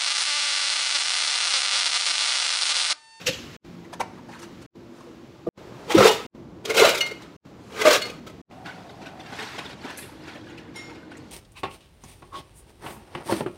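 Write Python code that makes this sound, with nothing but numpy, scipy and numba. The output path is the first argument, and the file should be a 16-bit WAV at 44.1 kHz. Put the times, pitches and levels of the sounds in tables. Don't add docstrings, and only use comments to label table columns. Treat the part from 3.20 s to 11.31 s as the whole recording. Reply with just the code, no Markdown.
import sys
import numpy as np
from scipy import signal
from scipy.fft import rfft, irfft, next_fast_len
from scipy.io import wavfile
from scipy.ndimage import uniform_filter1d
from numba import njit

SR = 44100
rng = np.random.default_rng(int(sys.argv[2]) if len(sys.argv) > 2 else 0)


def file_out(sig):
    cols = np.atleast_2d(sig).T
    lim = np.clip(cols, -1, 1)
    pcm = np.round(lim * 32767).astype(np.int16)
    wavfile.write(sys.argv[1], SR, pcm)


N = 357651
T, FFT_SIZE = np.arange(N) / SR, next_fast_len(N)
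HZ = np.maximum(np.fft.rfftfreq(FFT_SIZE, 1 / SR), 1)


def undb(db):
    return 10 ** (np.asarray(db) / 20)


def unit(x):
    return x / np.sqrt(np.mean(x ** 2))


def colour(points):
    hz, db = np.transpose(points)
    return undb(np.interp(np.log(HZ), np.log(hz), db))


def peaks(table, lift_db):
    return 1 + sum(undb(db + lift_db) / (1 + ((HZ - hz) / (width / 2)) ** 2) for hz, width, db in table)


def three_bands(x, tone, low_hz, high_hz):
    low = 1 / (1 + (HZ / low_hz) ** 6)
    high = 1 / (1 + (high_hz / HZ) ** 6)
    spectrum = rfft(x, FFT_SIZE) * tone
    return [unit(irfft(spectrum * part, FFT_SIZE)[:N]) for part in (low, 1 - low - high, high)]


@njit
def moving_band(x, hz, width_hz):
    out, band_state, low_state = np.empty(len(x)), 0., 0.
    for i in range(len(x)):
        tuning, damping = np.tan(np.pi * hz[i] / SR), width_hz / hz[i]
        passed = (band_state + tuning * (x[i] - low_state)) / (1 + tuning * (tuning + damping))
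        band_state = 2 * passed - band_state
        low_state += 2 * tuning * passed
        out[i] = damping * passed
    return out


def band(x, hz, width_hz):
    return unit(moving_band(x, np.full(len(x), float(hz)), float(width_hz)))


@njit
def notes(start, hz, size, decay_s, glide):
    out = np.zeros(N)
    for k in range(len(start)):
        first, step = int(start[k]), 2 * np.pi * hz[k] / SR
        keep = np.exp(-1 / (decay_s[k] * SR))
        turn, bend = keep * np.exp(1j * step), np.exp(1j * step * glide / SR)
        wave, softening = size[k] + 0j, 1.
        for i in range(first, min(first + int(5 * decay_s[k] * SR), N)):
            wave *= turn
            turn *= bend
            softening *= keep ** 3
            out[i] += wave.imag * (1 - softening)
    return out


def tiny_taps(per_s, scatter, ring_s, wash):
    when, pitch, size, fade = rng.random((int(per_s * N / SR), 4)).T
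    strength = undb(-scatter * np.log(size + 0.0017))
    taps = notes(when * N, 16000 * pitch + 50, strength, ring_s * (0.55 + fade), 0.)
    return unit(taps) + wash * rng.standard_normal(N)


def wander(per_s):
    hold = int(SR / per_s)
    steps = np.repeat(rng.standard_normal(N // hold + 1), hold)
    return uniform_filter1d(uniform_filter1d(steps, hold), hold)[:N]


def swell(start_s, fade_s, rise_s):
    t = np.arange(int((rise_s + fade_s) * SR)) / SR
    rise = np.sin(np.pi / 2 * np.minimum(t / rise_s, 1)) ** 2
    shape = rise * undb(-60 * np.maximum(t - rise_s, 0) / fade_s)
    start = int((start_s - rise_s / 2) * SR)
    return slice(start, min(start + len(t), N)), shape[:N - start]


def ring(tones, hits, push_s):
    out, t = np.zeros(N + SR), T[:SR // 2]
    for start_s, hit_db, favoured_hz, falloff_db, missed_hz in hits:
        for hz, db, fade_s in tones:
            shape = undb(-60 * t / fade_s) * np.minimum(t / push_s, 1)
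            size = undb(hit_db + db - falloff_db * abs(np.log2(hz / favoured_hz)))
            size *= min(.05 + 8 * np.log2(hz / missed_hz) ** 2, 1)
            rattle = 1 + 1.2 * uniform_filter1d(rng.standard_normal(len(t)), size=100)
            out[int(start_s * SR):][:len(t)] += size * shape * np.sin(2 * np.pi * hz * t) * rattle
    return out[:N]


def flurries(table, taps, tone, rise_s, air_width_hz, air_share, wall_share, wall_q):
    low, mid, high = three_bands(taps, tone, 530, 2190)
    out = np.zeros(N)
    for start_s, clatter_db, boom_db, crackle_db, wall_hz, air_hz, fade_s in table:
        at, shape = swell(start_s, fade_s, rise_s)
        air = np.sin(2 * np.pi * (air_hz * T[:len(shape)] + rng.random()))
        air += 0.16 * band(taps[at], air_hz, air_width_hz)
        boom = air_share * air + (1 - air_share) * low[at]
        wall = band(taps[at], wall_hz, wall_hz / wall_q)
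        clatter = shape * (wall_share * wall + (1 - wall_share) * mid[at])
        out[at] += undb(clatter_db) * clatter / np.abs(clatter).max()
        out[at] += shape * (undb(boom_db) * boom + undb(crackle_db) * high[at])
    return out


# bass_db, middle_db, treble_db
FAN_LEVELS = [(-45.5, -54, -48.5), (-48, -55, -57), (-49, -54, -60), (-46, -50.5, -53.5), (-47.5, -54, -61),
              (-47, -53.5, -59.5), (-48.5, -54, -65)]
# pitch_hz, gain_db
FAN_TONE = [(15, -70), (25, -53), (45, -10.5), (110, -0.5), (300, -1.5), (420, -9), (720, -18.5),
            (1500, -18), (2300, -19.5), (4300, -23.5), (7500, -31.5), (8500, -38.5), (15600, -42.5)]
# start_s, stop_s, pitch_hz, level_db
MOTORS = [(0, 4.4, 341, -51.5), (0, 1.47, 235, -52.5), (.44, 1.47, 175.5, -51), (1.551, 2.1, 243, -52),
          (1.55, 9.3, 120, -62.5), (3.141, 6, 196, -58.5), (5.291, 6.0, 175, -54), (6.9, 8.9, 264, -59),
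          (6.901, 8.9, 308, -51), (7.0, 8.9, 339, -53), (7.2, 9.1, 470.6, -56.5)]
def fridges_and_fans():
    stretch = np.searchsorted([stop_s for stop_s, _ in SILENCES], T)
    parts = three_bands(rng.standard_normal(N), colour(FAN_TONE), 450, 1100)
    out = np.zeros(N)
    for db, part in zip(np.transpose(FAN_LEVELS), parts):
        out += undb(db[stretch] + 2 * wander(per_s=4.7)) * part
    for start_s, stop_s, hz, db in MOTORS:
        at = slice(int(start_s * SR), int(stop_s * SR))
        hum = band(rng.standard_normal(len(T[at])), hz, width_hz=6)
        out[at] += undb(db) * hum * signal.windows.tukey(len(hum), .2)
    return out


def room_echo(x, fade_s=0.36):
    t = T[:SR]
    tail = rng.standard_normal(SR) * undb(-60 * t / fade_s) * np.minimum(t / 0.0016, 1)
    tail = signal.lfilter([1], [1, -.5], tail)
    return signal.fftconvolve(x, tail / np.sqrt(np.sum(tail ** 2)))[:N]


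# start_s, level_db, pitch_hz, width_hz, fade_s
HISSES = [(6.773, -40, 9900, 7340, 0.37)]
def hiss():
    out = np.zeros(N)
    for start_s, db, hz, width_hz, fade_s in HISSES:
        at, shape = swell(start_s, fade_s, rise_s=0.005)
        noise = band(rng.standard_normal(len(shape)), hz, width_hz)
        out[at] += undb(db) * shape * band(noise, hz, width_hz)
    return out


# pitch_hz, level_db, fade_s
JUG_TONES = [(2137, 0, .6), (3200, -5, .11), (3779, -16, .3), (3973, -10, .2), (5179, -18, .3),
             (5485, -8, .4), (5515, -5, .4), (6966, -7.5, .33), (8958, -4, .22), (10760, -12, .2),
             (12800, -20, .1), (14450, -14, .12), (15100, -17, .06)]
# start_s, level_db, favoured_hz, falloff_db_per_octave, missed_hz
JUG_KNOCKS = [(7.556, -37, 2137, 1.5, 500), (7.639, -46.5, 5990, 16, 2139)]
def jug():
    return ring(JUG_TONES, JUG_KNOCKS, push_s=0.0072)


# pitch_hz, level_db, fade_s
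CUP_TONES = [(345, -1.5, 0.24), (477, 3.5, 0.14), (645, -4, 0.11), (1197, -11, 0.068)]
# start_s, level_db, favoured_hz, falloff_db_per_octave, missed_hz
CUP_LANDINGS = [(1.868, -39.5, 474, 15, 3000), (2.266, -22.5, 463, -1.5, 3000)]
def empty_cups():
    return ring(CUP_TONES, CUP_LANDINGS, push_s=0.0046)


# pitch_hz, level_db, fade_s
COUNTER_TONES = [(65, -10.5, 0.3), (122, 7, 0.12), (201.6, -0.5, 0.21), (275, 2.5, 0.096)]
# start_s, level_db, favoured_hz, falloff_db_per_octave, missed_hz
COUNTER_BLOWS = [(0.075, -41, 125, 12.5, 900), (2.27, -24.5, 205, 15, 900), (2.758, -13, 218, 12.5, 900),
                 (2.777, -17.5, 120, 1.5, 900)]
def counter():
    return ring(COUNTER_TONES, COUNTER_BLOWS, push_s=0.017)


# pitch_hz, gain_db
PLASTIC_TONE = [(60, -15), (140, -20), (500, 4), (950, -4.5), (1300, -3.5), (1900, -9.5), (3000, -13),
                (6000, -14.5), (9000, -20), (15600, -36)]
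# start_s, clatter_db, boom_db, crackle_db, wall_hz, air_hz
BUMPS = [(0.643, -40, -62, -64, 1920, 353), (0.73, -28.5, -48, -42.5, 945, 530),
         (0.802, -16, -28.5, -34, 920, 745), (0.978, -41, -51, -65, 950, 340),
         (1.088, -35, -53, -56, 850, 766), (1.191, -43, -51, -48, 966, 325),
         (1.221, -38.5, -61, -49, 1650, 355), (1.318, -46, -61, -64, 930, 324),
         (1.417, -47, -49, -51.5, 1190, 390), (1.805, -40.5, -57, -60, 1050, 501)]
# start_s, scrape_db, swish_db, rise_s, fade_s
RUBS = [(1.11, -44, -59, 0.06, 0.4), (1.22, -48, -52, 0.033, 0.14), (1.74, -60, -65, 0.12, 0.62),
        (.9, -56.5, -71, 0.087, .6), (2.601, -53, -60, 0.34, .9), (4.0, -49, -67, 0.045, 0.46),
        (4.45, -57, -60.5, 0.3, .5)]
def handled_cups(taps, bump_fade_s=0.055):
    tone = colour(PLASTIC_TONE) * peaks([(945, 78, 0)], lift_db=6.1)
    out = flurries([(*row, bump_fade_s) for row in BUMPS], taps, tone,
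                   rise_s=0.019, air_width_hz=150, air_share=0.58, wall_share=0.42, wall_q=9.7)
    _, scrape, swish = three_bands(taps[::-1], tone, 950, 4400)
    for start_s, scrape_db, swish_db, rise_s, fade_s in RUBS:
        at, shape = swell(start_s, fade_s, rise_s)
        out[at] += shape * (undb(scrape_db) * scrape[at] + undb(swish_db) * swish[at])
    return out


# pitch_hz, gain_db
LID_TONE = [(35, -47), (60, -18), (142, -6.5), (231, -6.5), (266, -8.5), (465, -11), (498, 4.5),
            (629, -18.5), (1260, -19.5), (2660, -10), (6740, -14), (9120, -31.5), (12100, -25.5),
            (15600, -48)]
# start_s, clatter_db, boom_db, crackle_db, wall_hz
LID_SNAPS = [(0.01, -36.5, -54, -46, 2620), (0.067, -19, -34.5, -21, 2480),
             (0.082, -21.5, -24, -32.5, 2550), (0.337, -42, -62, -54, 1810)]
# start_s, level_db, fade_s
LID_TAIL = [(0.064, -31.5, 0.4), (.12, -46, 0.76)]
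def lid(taps, air_hz=513, snap_fade_s=0.066):
    tone = colour(LID_TONE)
    out = flurries([(*row, air_hz, snap_fade_s) for row in LID_SNAPS], taps, tone,
                   rise_s=0.018, air_width_hz=160, air_share=0.55, wall_share=0.44, wall_q=5)
    _, _, tail = three_bands(taps[::-1], tone * peaks([(2870, 800, 0)], lift_db=5.3), 450, 1900)
    for start_s, db, fade_s in LID_TAIL:
        at, shape = swell(start_s, fade_s, rise_s=.03)
        out[at] += undb(db) * shape * tail[at]
    return out


# start_s, peak_db
ICE_CRACKS = [(5.4612, -62), (6.1272, -49), (6.1586, -44), (6.194, -48), (6.2284, -46), (6.3841, -42),
              (6.4559, -59), (6.4943, -56), (6.625, -53), (6.6505, -50), (6.7029, -42), (6.7772, -38),
              (7.064, -54), (7.3743, -63), (7.5644, -46), (7.97, -42)]
def cracking_ice(hz=7500, width_hz=5000):
    out = np.zeros(N)
    ticks = tiny_taps(per_s=2800, scatter=2.6, ring_s=0.00086, wash=0.32)
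    for start_s, db in ICE_CRACKS:
        at, shape = swell(start_s, fade_s=.04, rise_s=0.0087)
        crack = shape * band(band(ticks[at], hz, width_hz), hz, width_hz)
        out[at] += undb(db) * crack / np.abs(crack).max()
    return out


# start_s, level_db, pitch_hz
LOUD_BUBBLES = [(5.491, -30, 1480), (5.695, -41, 1980), (5.694, -37, 3760), (5.86, -33, 2550),
                (6.337, -43, 1960), (6.5245, -42, 2010), (7.269, -36, 1656), (7.38, -38, 2600),
                (7.695, -37, 1320), (7.715, -38, 913), (7.83, -40, 1520), (7.91, -43, 1070),
                (7.916, -34, 1493), (7.952, -37, 1940)]
def plinks(cycles=8.6):
    start_s, db, hz = np.transpose(LOUD_BUBBLES)
    return notes(start_s * SR, hz, undb(db), cycles / hz, glide=1.45)


def bubbles(per_s, low_hz, high_hz, cycles):
    when, pitch, size = rng.random((int(per_s * N / SR), 3)).T
    hz = low_hz * (high_hz / low_hz) ** pitch
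    return unit(notes(when * N, hz, undb(-14 * size), cycles / hz, glide=11.8))


FLOODED_S = 6.15
# pitch_hz, gain_db
WET_TONE = [(35, -47), (60, -17), (87, -14), (216, 19), (313, 18), (404, 11.5), (850, 2.5), (1210, -7.5),
            (1590, -3.5), (4430, -18.5), (15600, -46)]
# time_s, gurgle_db, fizz_db
WATER_FLOW = [(5.31, -56.5, -65), (5.44, -65, -68), (5.46, -36.5, -49), (5.54, -51, -58.5),
              (5.77, -62.5, -64), (5.86, -46.5, -57.5), (5.95, -57, -65.5), (6.21, -39, -44),
              (6.53, -47.5, -53.5), (6.55, -57, -62), (6.7, -37.5, -48), (6.76, -48.5, -53),
              (6.78, -48.5, -55), (6.98, -56, -61.5), (7.1, -43, -53.5), (7.23, -59, -62.5),
              (7.28, -50.5, -59), (7.53, -57, -70), (7.56, -48, -50.5), (7.89, -59.5, -68),
              (7.92, -51.5, -63), (8.1, -63.5, -61)]
def pouring_water():
    time_s, gurgle_db, fizz_db = np.transpose(WATER_FLOW)
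    drops = tiny_taps(per_s=8000, scatter=3.1, ring_s=0.0033, wash=0.96)
    _, splash, fizz = three_bands(drops, colour(WET_TONE), 835, 3400)
    gurgle = unit(splash + 0.47 * bubbles(per_s=500, low_hz=1109, high_hz=4840, cycles=6.7))
    stream = undb(np.interp(T, time_s, gurgle_db)) * gurgle + undb(np.interp(T, time_s, fizz_db)) * fizz
    hollow = sum(undb(db) * band(rng.standard_normal(N), hz, width_hz)
                 for hz, width_hz, db in [(720, 200, -51.5), (675, 14, -55.5), (746, 11, -53)])
    stream += undb(-60 * np.maximum(T - FLOODED_S, 0)) * hollow
    return (T > time_s[0]) * stream


# start_s, clatter_db, boom_db, crackle_db, wall_hz
ICE_SLIPS = [(5.461, -44, -39, -47, 1430), (5.696, -47, -45, -51, 1480), (5.815, -40, -36.5, -49, 921),
             (5.862, -38, -38, -46, 1510), (5.996, -49, -37.5, -47.5, 940), (6.059, -47, -53, -50, 1670),
             (6.122, -32.5, -36.5, -46, 1550), (6.189, -28.5, -34, -38, 1860),
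             (6.221, -35, -29.5, -40, 923), (6.342, -36, -41.5, -46, 1990), (6.383, -27, -38.5, -36, 1090),
             (6.45, -36, -37.5, -43, 3700), (6.496, -40, -55, -43.5, 1510), (6.528, -44, -45, -51, 1630),
             (6.642, -30.5, -32, -43.5, 1370), (6.696, -34, -48, -52, 1440), (6.782, -40, -42, -42, 1750),
             (6.823, -44, -40, -46.5, 1800), (7.076, -38, -44, -45, 2330), (7.149, -36, -41, -53, 1770),
             (7.296, -42, -56, -53, 1490), (7.377, -52, -59, -44, 2530), (7.697, -44, -59, -52, 2160),
             (7.749, -47, -43, -54, 2340), (7.913, -39, -53, -52, 1062), (7.954, -49, -47, -68, 1910)]
def shifting_ice(dry_hz=748, flooded_hz=401, fade_s=0.093):
    air_hz = np.where(T < FLOODED_S, dry_hz, flooded_hz) * (1 + 0.101 * wander(per_s=13))
    slips = [(*row, air_hz[int(row[0] * SR)], fade_s) for row in ICE_SLIPS]
    taps = tiny_taps(per_s=5000, scatter=3, ring_s=0.0055, wash=0.44)
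    return flurries(slips, taps, colour(WET_TONE),
                    rise_s=0.0168, air_width_hz=110, air_share=0.42, wall_share=0.42, wall_q=19)


# pitch_hz, level_db, fade_s
SCOOP_TONES = [(2128, -3, .22), (2885, 2, .04), (2890, -6, .13), (3828, -10, .07), (4200, -12, .06),
               (4352, -4, .18), (5950, -4, .15), (6180, -8, .09), (6700, -8, .07), (8080, -9, .07),
               (9700, -18, .07), (10310, -18.5, .06), (12070, -21, .08)]
# start_s, level_db, favoured_hz, falloff_db_per_octave, missed_hz
SCOOP_CLINKS = [(2.892, -17, 2900, 33, 6000), (3.69, -30, 4300, 30, 6000), (3.806, -13, 2890, 9.5, 12000),
                (3.866, -33.5, 2890, 21, 6000), (4.745, -28, 6700, 17, 4400), (4.817, -20, 4440, 7.5, 6050)]
def scoop():
    return ring(SCOOP_TONES, SCOOP_CLINKS, push_s=0.007)


# pitch_hz, gain_db
ICE_TONE = [(35, -67), (60, -16.5), (118, -12), (272, -2), (423, 11), (850, -12.5), (1350, -12),
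            (1880, -17.5), (2060, -12.5), (6900, -22.5), (11000, -32), (15600, -35)]
# pitch_hz, width_hz, gain_db
WALL_TONES = [
    [(820, 48, -5), (970, 42, 3.5), (1272, 62, -3.5), (1876, 22, 3), (3120, 21, -4.5), (3440, 38, -19.5),
     (3660, 27, -0.5), (4600, 53, -3.5)],
    [(940, 18, -2.5), (1290, 23, -13.5), (1434, 100, -1), (2410, 61, -15.5), (2980, 130, -24),
     (3750, 170, -23), (4020, 76, -6.5), (4510, 81, -24.5)],
    [(922, 23, -3), (1225, 35, 4), (1560, 120, -2.5), (2380, 100, -9.5), (2860, 83, -30), (3300, 18, -12.5),
     (3850, 80, -18), (4500, 30, -10.5)],
]
# time_s, clatter_db, air_hz
ICE_POURS = [
    [(2.67, -57, 488), (2.706, -27.5, 444), (2.722, -23, 373), (2.734, -31.5, 354), (2.762, -28, 370),
     (2.802, -21, 504), (2.868, -19, 416), (2.878, -24, 428), (2.912, -28.5, 426), (3.066, -47, 444)],
    [(3.44, -57, 413), (3.45, -45, 432), (3.512, -29.5, 440), (3.528, -39, 436), (3.588, -18.5, 495),
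     (3.654, -17, 506), (3.794, -36.5, 474), (3.81, -35.5, 470), (3.828, -37, 473), (4.1, -65, 360)],
    [(4.5, -54.5, 380), (4.606, -28.5, 451), (4.618, -25.5, 516), (4.636, -33, 598), (4.662, -17.5, 610),
     (4.764, -22.5, 518), (4.8, -42.5, 580), (4.858, -39.5, 446), (4.92, -45.5, 475), (5.0, -56, 340)],
]
# start_s, clatter_db, boom_db, crackle_db, wall_hz, air_hz, fade_s
ICE_HEAPS = [(2.7, -21, -29, -42, 840, 446, 0.073), (2.717, -25, -30, -33, 806, 431, 0.11),
             (2.748, -28, -6, -31, 821, 338, 0.1), (2.779, -11.5, -5.5, -24.5, 1310, 533, 0.094),
             (2.804, -4.5, -7, -45, 1094, 467, 0.076), (2.826, -9.5, -10.5, -34, 1300, 375, 0.08),
             (2.841, -23, -16, -24, 1330, 423, 0.08), (2.854, -8, -6, -23.5, 751, 437, 0.05),
             (2.866, -11.5, -12, -22.5, 820, 413, 0.032), (2.876, -13.5, -12.5, -20, 826, 421, 0.11),
             (2.912, -31, -34, -29.5, 2890, 442, 0.22), (3.453, -29, -24.5, -31, 3300, 439, 0.042),
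             (3.498, -19, -16, -28.5, 2210, 446, 0.094), (3.545, -37, -39, -26, 2380, 415, 0.096),
             (3.569, -17, -21.5, -21, 2500, 484, 0.14), (3.594, -15, -9.5, -19.5, 2630, 541, 0.067),
             (3.621, -14, -11.5, -39, 930, 430, 0.091), (3.649, -14.5, -12.5, -22.5, 1190, 657, 0.14),
             (3.688, -26, -25, -21.5, 1420, 534, 0.097), (3.747, -21, -42, -26.5, 2240, 493, 0.085),
             (3.776, -30, -31, -28.5, 3620, 384, 0.098), (3.807, -33, -44, -26, 2680, 570, 0.058),
             (3.862, -33, -41, -35, 2130, 417, 0.097), (3.911, -31, -31, -43, 2120, 431, 0.07),
             (4.018, -42, -46, -49.5, 870, 328, 0.1), (4.615, -15.5, -17, -25.5, 2060, 428, 0.058),
             (4.653, -10, -5.5, -27, 1190, 621, 0.1), (4.677, -13.5, -5.5, -29, 1175, 600, 0.077),
             (4.707, -12, -17, -19.5, 1186, 495, 0.093), (4.73, -26, -30, -19.5, 3900, 538, 0.14),
             (4.752, -19, -24, -32.5, 1620, 500, 0.12), (4.818, -55, -49, -31.5, 2740, 635, 0.046),
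             (4.854, -32, -29, -41, 2100, 480, 0.1), (4.898, -34, -31, -41, 2530, 506, 0.044),
             (5.067, -34, -41, -44.5, 1280, 405, 0.11), (5.097, -46, -46, -56, 2000, 612, 0.067)]
def pouring_ice():
    out = np.zeros(N)
    taps = tiny_taps(per_s=9000, scatter=2.2, ring_s=0.0044, wash=0.88)
    blows = tiny_taps(per_s=9000, scatter=2, ring_s=0.004, wash=0.55)
    for pour, walls in zip(ICE_POURS, WALL_TONES):
        time_s, clatter_db, air_hz = np.transpose(pour)
        start_s, stop_s = time_s[0], time_s[-1]
        tone = colour(ICE_TONE) * peaks(walls, lift_db=6.6)
        low, clatter, high = three_bands(taps, tone, 700, 4300)
        air = unit(moving_band(taps, np.interp(T, time_s, air_hz), width_hz=83.))
        poured_s = np.clip(T - start_s, 0, stop_s - start_s)
        boom = undb(1 - 19 * poured_s) * (air + low) / 2
        crackle = undb(-11 - 3 * poured_s) * high
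        level = (T > start_s) * (T < stop_s) * undb(np.interp(T, time_s, clatter_db))
        out += level * (clatter + boom + crackle)
        heaps = [row for row in ICE_HEAPS if start_s < row[0] < stop_s + .2]
        out += flurries(heaps, blows, tone,
                        rise_s=0.01087, air_width_hz=34, air_share=0.83, wall_share=0.6, wall_q=24)
    return out


def scene():
    near = pouring_ice()
    plastic_taps = tiny_taps(per_s=6000, scatter=2, ring_s=0.0032, wash=.6)
    near += lid(plastic_taps) + handled_cups(plastic_taps) + counter()
    near += pouring_water() + cracking_ice() + plinks() + shifting_ice()
    near += scoop() + jug() + empty_cups() + hiss()
    out = np.zeros(N)
    edges_s = [0] + [stop_s for stop_s, _ in SILENCES] + [N / SR]
    for start_s, stop_s in zip(edges_s, edges_s[1:]):
        stretch = (T >= start_s) & (T < stop_s)
        out += stretch * (near + undb(-14.5) * room_echo(near * stretch))
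    return (out + fridges_and_fans())[None]


# stop_s, back_s
SILENCES = [(.3655, .447), (1.4635, 1.554), (2.289, 2.376), (3.066, 3.148), (4.1655, 4.251),
            (5.2155, 5.300)]
def record(dry, creep_s=0.056, top_hz=15700):
    db = np.zeros(N)
    for stop_s, back_s in SILENCES:
        gap = (T >= stop_s) & (T < back_s)
        db[gap] = np.interp(T[gap] - back_s, [-creep_s, 0], [-66, -8])
    gain = uniform_filter1d(undb(db), size=24)
    rounded = np.tanh(.6 * dry * gain) / .6
    return signal.sosfilt(signal.ellip(12, .3, 90, top_hz, fs=SR, output="sos"), rounded)


dry = scene()
out = record(dry)
file_out(out)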